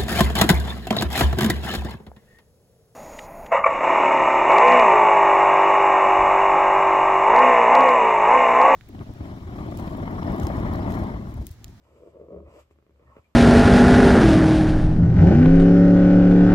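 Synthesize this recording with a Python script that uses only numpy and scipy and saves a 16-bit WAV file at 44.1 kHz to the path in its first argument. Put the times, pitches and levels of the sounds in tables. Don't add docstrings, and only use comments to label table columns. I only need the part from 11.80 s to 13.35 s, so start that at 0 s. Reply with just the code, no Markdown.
import sys
import numpy as np
from scipy import signal
from scipy.fft import rfft, irfft
from scipy.io import wavfile
from scipy.ndimage import uniform_filter1d

SR = 44100
rng = np.random.default_rng(int(sys.argv[2]) if len(sys.argv) > 2 else 0)


def to_wav(s):
    ch = np.atleast_2d(s).T
    pcm = np.round(np.clip(ch, -1, 1) * 32767)
    wavfile.write(sys.argv[1], SR, pcm.astype(np.int16))


N = 68355

# f/Hz, relative level/dB
AIR_TONE = [(25, -18), (72, -2), (550, -16.5), (3800, -32.5), (7500, -40), (10000, -44.5), (13000, -39)]
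# t/s, level/dB
RUMBLE_LEVELS = [(0, -68), (.26, -61.5), (.35, -64.5), (.49, -64.5), (.7, -59.5), (.87, -69.5),
                 (1.16, -69.5), (1.26, -55.5), (1.34, -69), (1.55, -74.5)]
# f/Hz, relative level/dB
FLOOR_TONE = [(20, -30), (52, -14.5), (71, 3), (84, -10.5), (180, -15.5), (300, -19.5), (3000, -91.5)]
# t/s, peak level/dB, length/s
HEEL_PUSHES = [(0.42, -51, 0.0042), (1.389, -49, 0.0065)]
# f/Hz, t60/s, relative level/dB
FLOOR_RINGS = [(79, 0.14, 1.5), (99, 0.059, 2.5)]
# start t/s, length/s, f/Hz, level/dB
SHUDDERS = [(.508, .13, 180, -48.5), (0.561, 0.133, 71.1, -46.5)]
# middle t/s, length/s, f/Hz, level/dB
SOLE_SQUEAKS = [(0.771, 0.069, 593, -56), (1.196, 0.016, 524, -59), (1.282, 0.059, 1830, -72),
                (1.283, 0.061, 1195, -69), (1.321, 0.039, 1108, -61.5), (1.394, 0.043, 1050, -67),
                (1.441, 0.028, 2390, -70.5)]
# t/s, level/dB
SCUFF_LEVELS = [(0, -73.5), (.07, -68.5), (.45, -70.5), (.53, -91.5), (.64, -75), (.66, -60.5), (.8, -57.5),
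                (.85, -79), (1.15, -96), (1.2, -70.5), (1.355, -62.5), (1.368, -53), (1.41, -75.5),
                (1.52, -79)]
# f/Hz, relative level/dB
SOLE_TONE = [(150, -20.5), (600, 3), (780, -7), (950, -0.5), (1130, -3), (1330, -3.5), (1560, -25.5),
             (1900, -14.5), (2500, -14), (3400, -34.5), (14000, -59)]
# t/s, level/dB
SLIDE_LEVELS = [(0, -87.5), (.05, -81), (.31, -80.5), (.325, -88.5), (.64, -94.5), (.7, -74), (.8, -68.5),
                (.822, -77.5), (.85, -93), (.9, -90), (.912, -79), (.94, -102), (1.38, -82), (1.5, -90.5)]
# f/Hz, relative level/dB
HISS_TONE = [(300, -17.5), (1500, 4), (2900, 8), (4000, -2.5), (5500, -0.5), (6400, -4.5), (7800, 2),
             (10200, -14.5), (11900, -2), (14500, -18.5)]
# t/s, level/dB
SNAP_AND_KNOCKS = [(0.5236, -46), (.905, -56), (.910, -47), (0.96, -56.5), (.987, -50.5), (1.026, -55.5),
                   (1.066, -53.5), (1.095, -56.5), (1.108, -54.5), (1.16, -53), (1.196, -50.5),
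                   (1.226, -53), (1.3675, -39), (1.381, -44.5)]
# f/Hz, relative level/dB
HIT_TONE = [(50, -14), (170, 0), (350, 3), (560, -2.5), (780, -16), (1150, -7.5), (1600, -20.5),
            (2500, -16), (4500, -43.5), (14000, -43)]
# t/s, level/dB
JERKS = [(0.2223, -44), (0.2345, -43), (0.2618, -42), (.2735, -40), (.2825, -44), (.3983, -40.5),
         (0.4133, -35.5), (0.4853, -38.5), (0.5061, -38), (0.5223, -38.5), (.5294, -36), (0.5446, -34.5),
         (0.5499, -40), (0.5625, -34.5), (.574, -37.5), (.585, -37.5), (0.604, -36)]
# t/s, level/dB
SMALL_SLIP_LEVELS = [(0, -81.5), (.16, -59.5), (.275, -58.5), (.31, -67.5), (.34, -61), (.355, -51),
                     (.45, -53.5), (.47, -59), (.5, -51.5), (.59, -49), (.645, -62), (.67, -53.5),
                     (.715, -61), (.77, -52), (.805, -70.5), (.84, -96.5), (1.21, -73.5), (1.44, -100)]
# f/Hz, relative level/dB
SHOE_TONE = [(40, -34.5), (120, -12), (260, -8), (400, -1), (570, -0.5), (670, -7.5), (770, -25.5),
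             (1150, -19), (1550, -41.5), (2400, -37), (4000, -57), (15000, -71.5)]
# f/Hz, t60/s, gain/dB
BEND_RING = (409.5, 0.063, 4.2)
# f/Hz, t60/s, gain/dB
LINGERING_RINGS = [(180.7, 0.3, 0.5), (340, .2, -1.5), (407.5, 0.2, 0), (560.4, 0.2, 6), (598.6, 0.2, -2.5)]
# f/Hz, left minus right level/dB
LEFT_RIGHT_TONE = [(650, 1), (1200, -4), (1900, -3), (2800, 2.5), (4800, -2), (7500, 7.5), (10000, -5)]

ROOM_T60_S, FIRST_ECHO_S, ROOM_WIDE_HZ = 0.12, 0.00355, 470
LEFT_LEAD_S = 0.00015
GRAINS_PER_S, GRAIN_SCATTER_DB = 4300, 6
SHUDDER_FADE_S, SHUDDER_WAVER = 0.012, 0.06
SQUEAK_T60_S = 0.035
CRACKLE_FROM_S, CRACKLE_TO_S, CRACKLE_PER_S, CRACKLE_DB = 0.85, 0.89, 130, -64
SKID_GAIN, SKID_DECAY_S = 0.073, 0.0038
SLIPS_PER_S, SLIP_GAP_SPREAD, SLIP_SCATTER_DB = 210, 0.35, 2.5
DRAG_DB, SLIP_RELEASE_S = -3.5, 0.00024


def undb(db):
    return 10 ** (np.asarray(db) / 20)


def unit(x):
    return x / np.sqrt(np.mean(x ** 2))


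def curve(rows):
    return undb(np.interp(np.arange(N) / SR, *np.array(rows).T))


def through(x, response):
    return signal.fftconvolve(x, response)[:N]


def body(tone, size=8192):
    hz, db = np.array(tone).T
    log_hz = np.log(np.maximum(np.fft.rfftfreq(size, 1 / SR), 1))
    gains = undb(np.interp(log_hz, np.log(hz), db))
    cepstrum = irfft(np.log(gains))
    one_sided = 2 * cepstrum[:size // 2] * (np.arange(size // 2) > 0)
    response = irfft(np.exp(rfft(one_sided, size)))[:size // 2]
    return response / np.sqrt(np.sum(response ** 2))


def pulses(times, sizes):
    at = (np.asarray(times) * SR).astype(int)
    return np.bincount(np.clip(at, 0, N), sizes, N + 1)[:N]


def grains():
    catches = rng.random(N) < GRAINS_PER_S / SR
    signs = rng.choice([-1, 1], N)
    sizes = undb(GRAIN_SCATTER_DB * rng.standard_normal(N))
    return unit(catches * signs * sizes)


def resonate(x, hz, t60, db):
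    t = np.arange(N // 3) / SR
    decay = np.log(1000) / t60
    note = np.exp(-decay * t) * np.cos(2 * np.pi * hz * t)
    return through(x, undb(db) * 2 * decay / SR * note)


def ring(x):
    return x + sum(resonate(x, *row) for row in LINGERING_RINGS)


def room_noise():
    mid, side = rng.standard_normal((2, N))
    hz = np.fft.rfftfreq(N, 1 / SR)
    side = irfft(rfft(side) * hz / np.hypot(hz, ROOM_WIDE_HZ), N)
    return np.array([mid + side, mid - side])


def place(x, room_db, left_db=0):
    t = np.arange(N) / SR
    fade = (t > FIRST_ECHO_S) * np.exp(-np.log(1000) * t / ROOM_T60_S)
    tails = room_noise() * fade / np.sqrt(np.sum(fade ** 2))
    direct = np.array([np.interp(t + side * LEFT_LEAD_S / 2, t, x) for side in (1, -1)])
    echo = np.array([through(x, tail) for tail in tails])
    balance = undb(np.array([[left_db], [-left_db]]) / 2)
    return (direct + undb(room_db) * echo) * balance


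def office_air(level_db=-71.5):
    air = body(AIR_TONE)
    return undb(level_db) * unit(np.array([through(side, air) for side in room_noise()]))


def floor_rumble():
    shaking = unit(through(grains(), body(FLOOR_TONE)))
    return place(shaking * curve(RUMBLE_LEVELS), room_db=-4.5)


def heel_thuds():
    t = np.arange(N) / SR
    floor = sum(undb(db) * np.exp(-np.log(1000) * t / t60) * np.cos(2 * np.pi * hz * t)
                for hz, t60, db in FLOOR_RINGS)
    out = 0
    for start, db, length in HEEL_PUSHES:
        push = np.sin(np.pi * np.clip((t - start) / length, 0, 1)) ** 2
        thud = through(push, floor)
        out = out + undb(db) * thud / np.abs(thud).max()
    return out


def floor_shudder():
    t = np.arange(N) / SR
    out = 0
    for start, length, hz, db in SHUDDERS:
        swell = np.clip(np.minimum(t - start, start + length - t) / SHUDDER_FADE_S, 0, 1)
        waver = unit(uniform_filter1d(rng.standard_normal(N), int(SR / hz)))
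        cycles = np.cumsum(hz * (1 + SHUDDER_WAVER * waver) * (t > start)) / SR
        out = out + undb(db) * swell * np.sin(2 * np.pi * cycles)
    return out


def sole_squeaks():
    t = np.arange(N) / SR
    out = 0
    for middle, length, hz, db in SOLE_SQUEAKS:
        note = np.exp(-np.log(1000) * t / SQUEAK_T60_S) * np.sin(2 * np.pi * hz * t)
        swell = np.exp(-8 * ((t - middle) / length) ** 2)
        out = out + unit(through(grains(), note)) * swell * undb(db)
    return place(out, room_db=-2)


def sole_scuff():
    rasp = through(grains(), body(SOLE_TONE))
    return place(rasp * curve(SCUFF_LEVELS), room_db=-9.5)


def leather_slide():
    hiss = through(grains(), body(HISS_TONE))
    return place(hiss * curve(SLIDE_LEVELS), room_db=0, left_db=2)


def snap_and_knocks():
    shoe = body(HIT_TONE)
    times, db = np.array(SNAP_AND_KNOCKS).T
    span = CRACKLE_TO_S - CRACKLE_FROM_S
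    when, size = rng.random((int(CRACKLE_PER_S * span), 2)).T
    crackle = pulses(CRACKLE_FROM_S + when * span, undb(CRACKLE_DB) * size)
    hits = (pulses(times, undb(db)) + crackle) / np.abs(shoe).max()
    skid_fade = np.exp(-np.arange(N) / SR / SKID_DECAY_S)
    skids = through(hits, skid_fade) * rng.standard_normal(N)
    return place(ring(through(hits + SKID_GAIN * skids, shoe)), room_db=-9.5)


def leather_creak():
    shoe = body(SHOE_TONE)
    times, db = np.array(JERKS).T
    strengths = undb(db) / np.abs(shoe).max()
    hardest = pulses(times, strengths * undb(db - db.max()))
    jerks = pulses(times, strengths) + resonate(hardest, *BEND_RING)
    gap, size = rng.standard_normal((600, 2)).T
    slip_times = np.cumsum(np.exp(SLIP_GAP_SPREAD * gap)) / SLIPS_PER_S
    slips = unit(pulses(slip_times, undb(SLIP_SCATTER_DB * size)))
    rubbing = (slips + undb(DRAG_DB) * grains()) * curve(SMALL_SLIP_LEVELS)
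    rubbing = uniform_filter1d(rubbing, int(SLIP_RELEASE_S * SR))
    return place(ring(through(-(jerks + rubbing), shoe)), room_db=-9.5)


def scene():
    mix = leather_creak() + floor_shudder() + leather_slide()
    mix = mix + sole_scuff() + sole_squeaks() + snap_and_knocks()
    return mix + heel_thuds() + floor_rumble() + office_air()


def record(dry):
    hz, db = np.array(LEFT_RIGHT_TONE).T
    lean_db = np.interp(np.log(np.fft.rfftfreq(N, 1 / SR) + 1), np.log(hz), db)
    heard = irfft(rfft(dry) * undb(np.array([lean_db, -lean_db]) / 2), N)
    treble_cut = signal.ellip(10, .2, 70, 14400, fs=SR, output="sos")
    return signal.sosfilt(treble_cut, heard)


dry = scene()
out = record(dry)
to_wav(out)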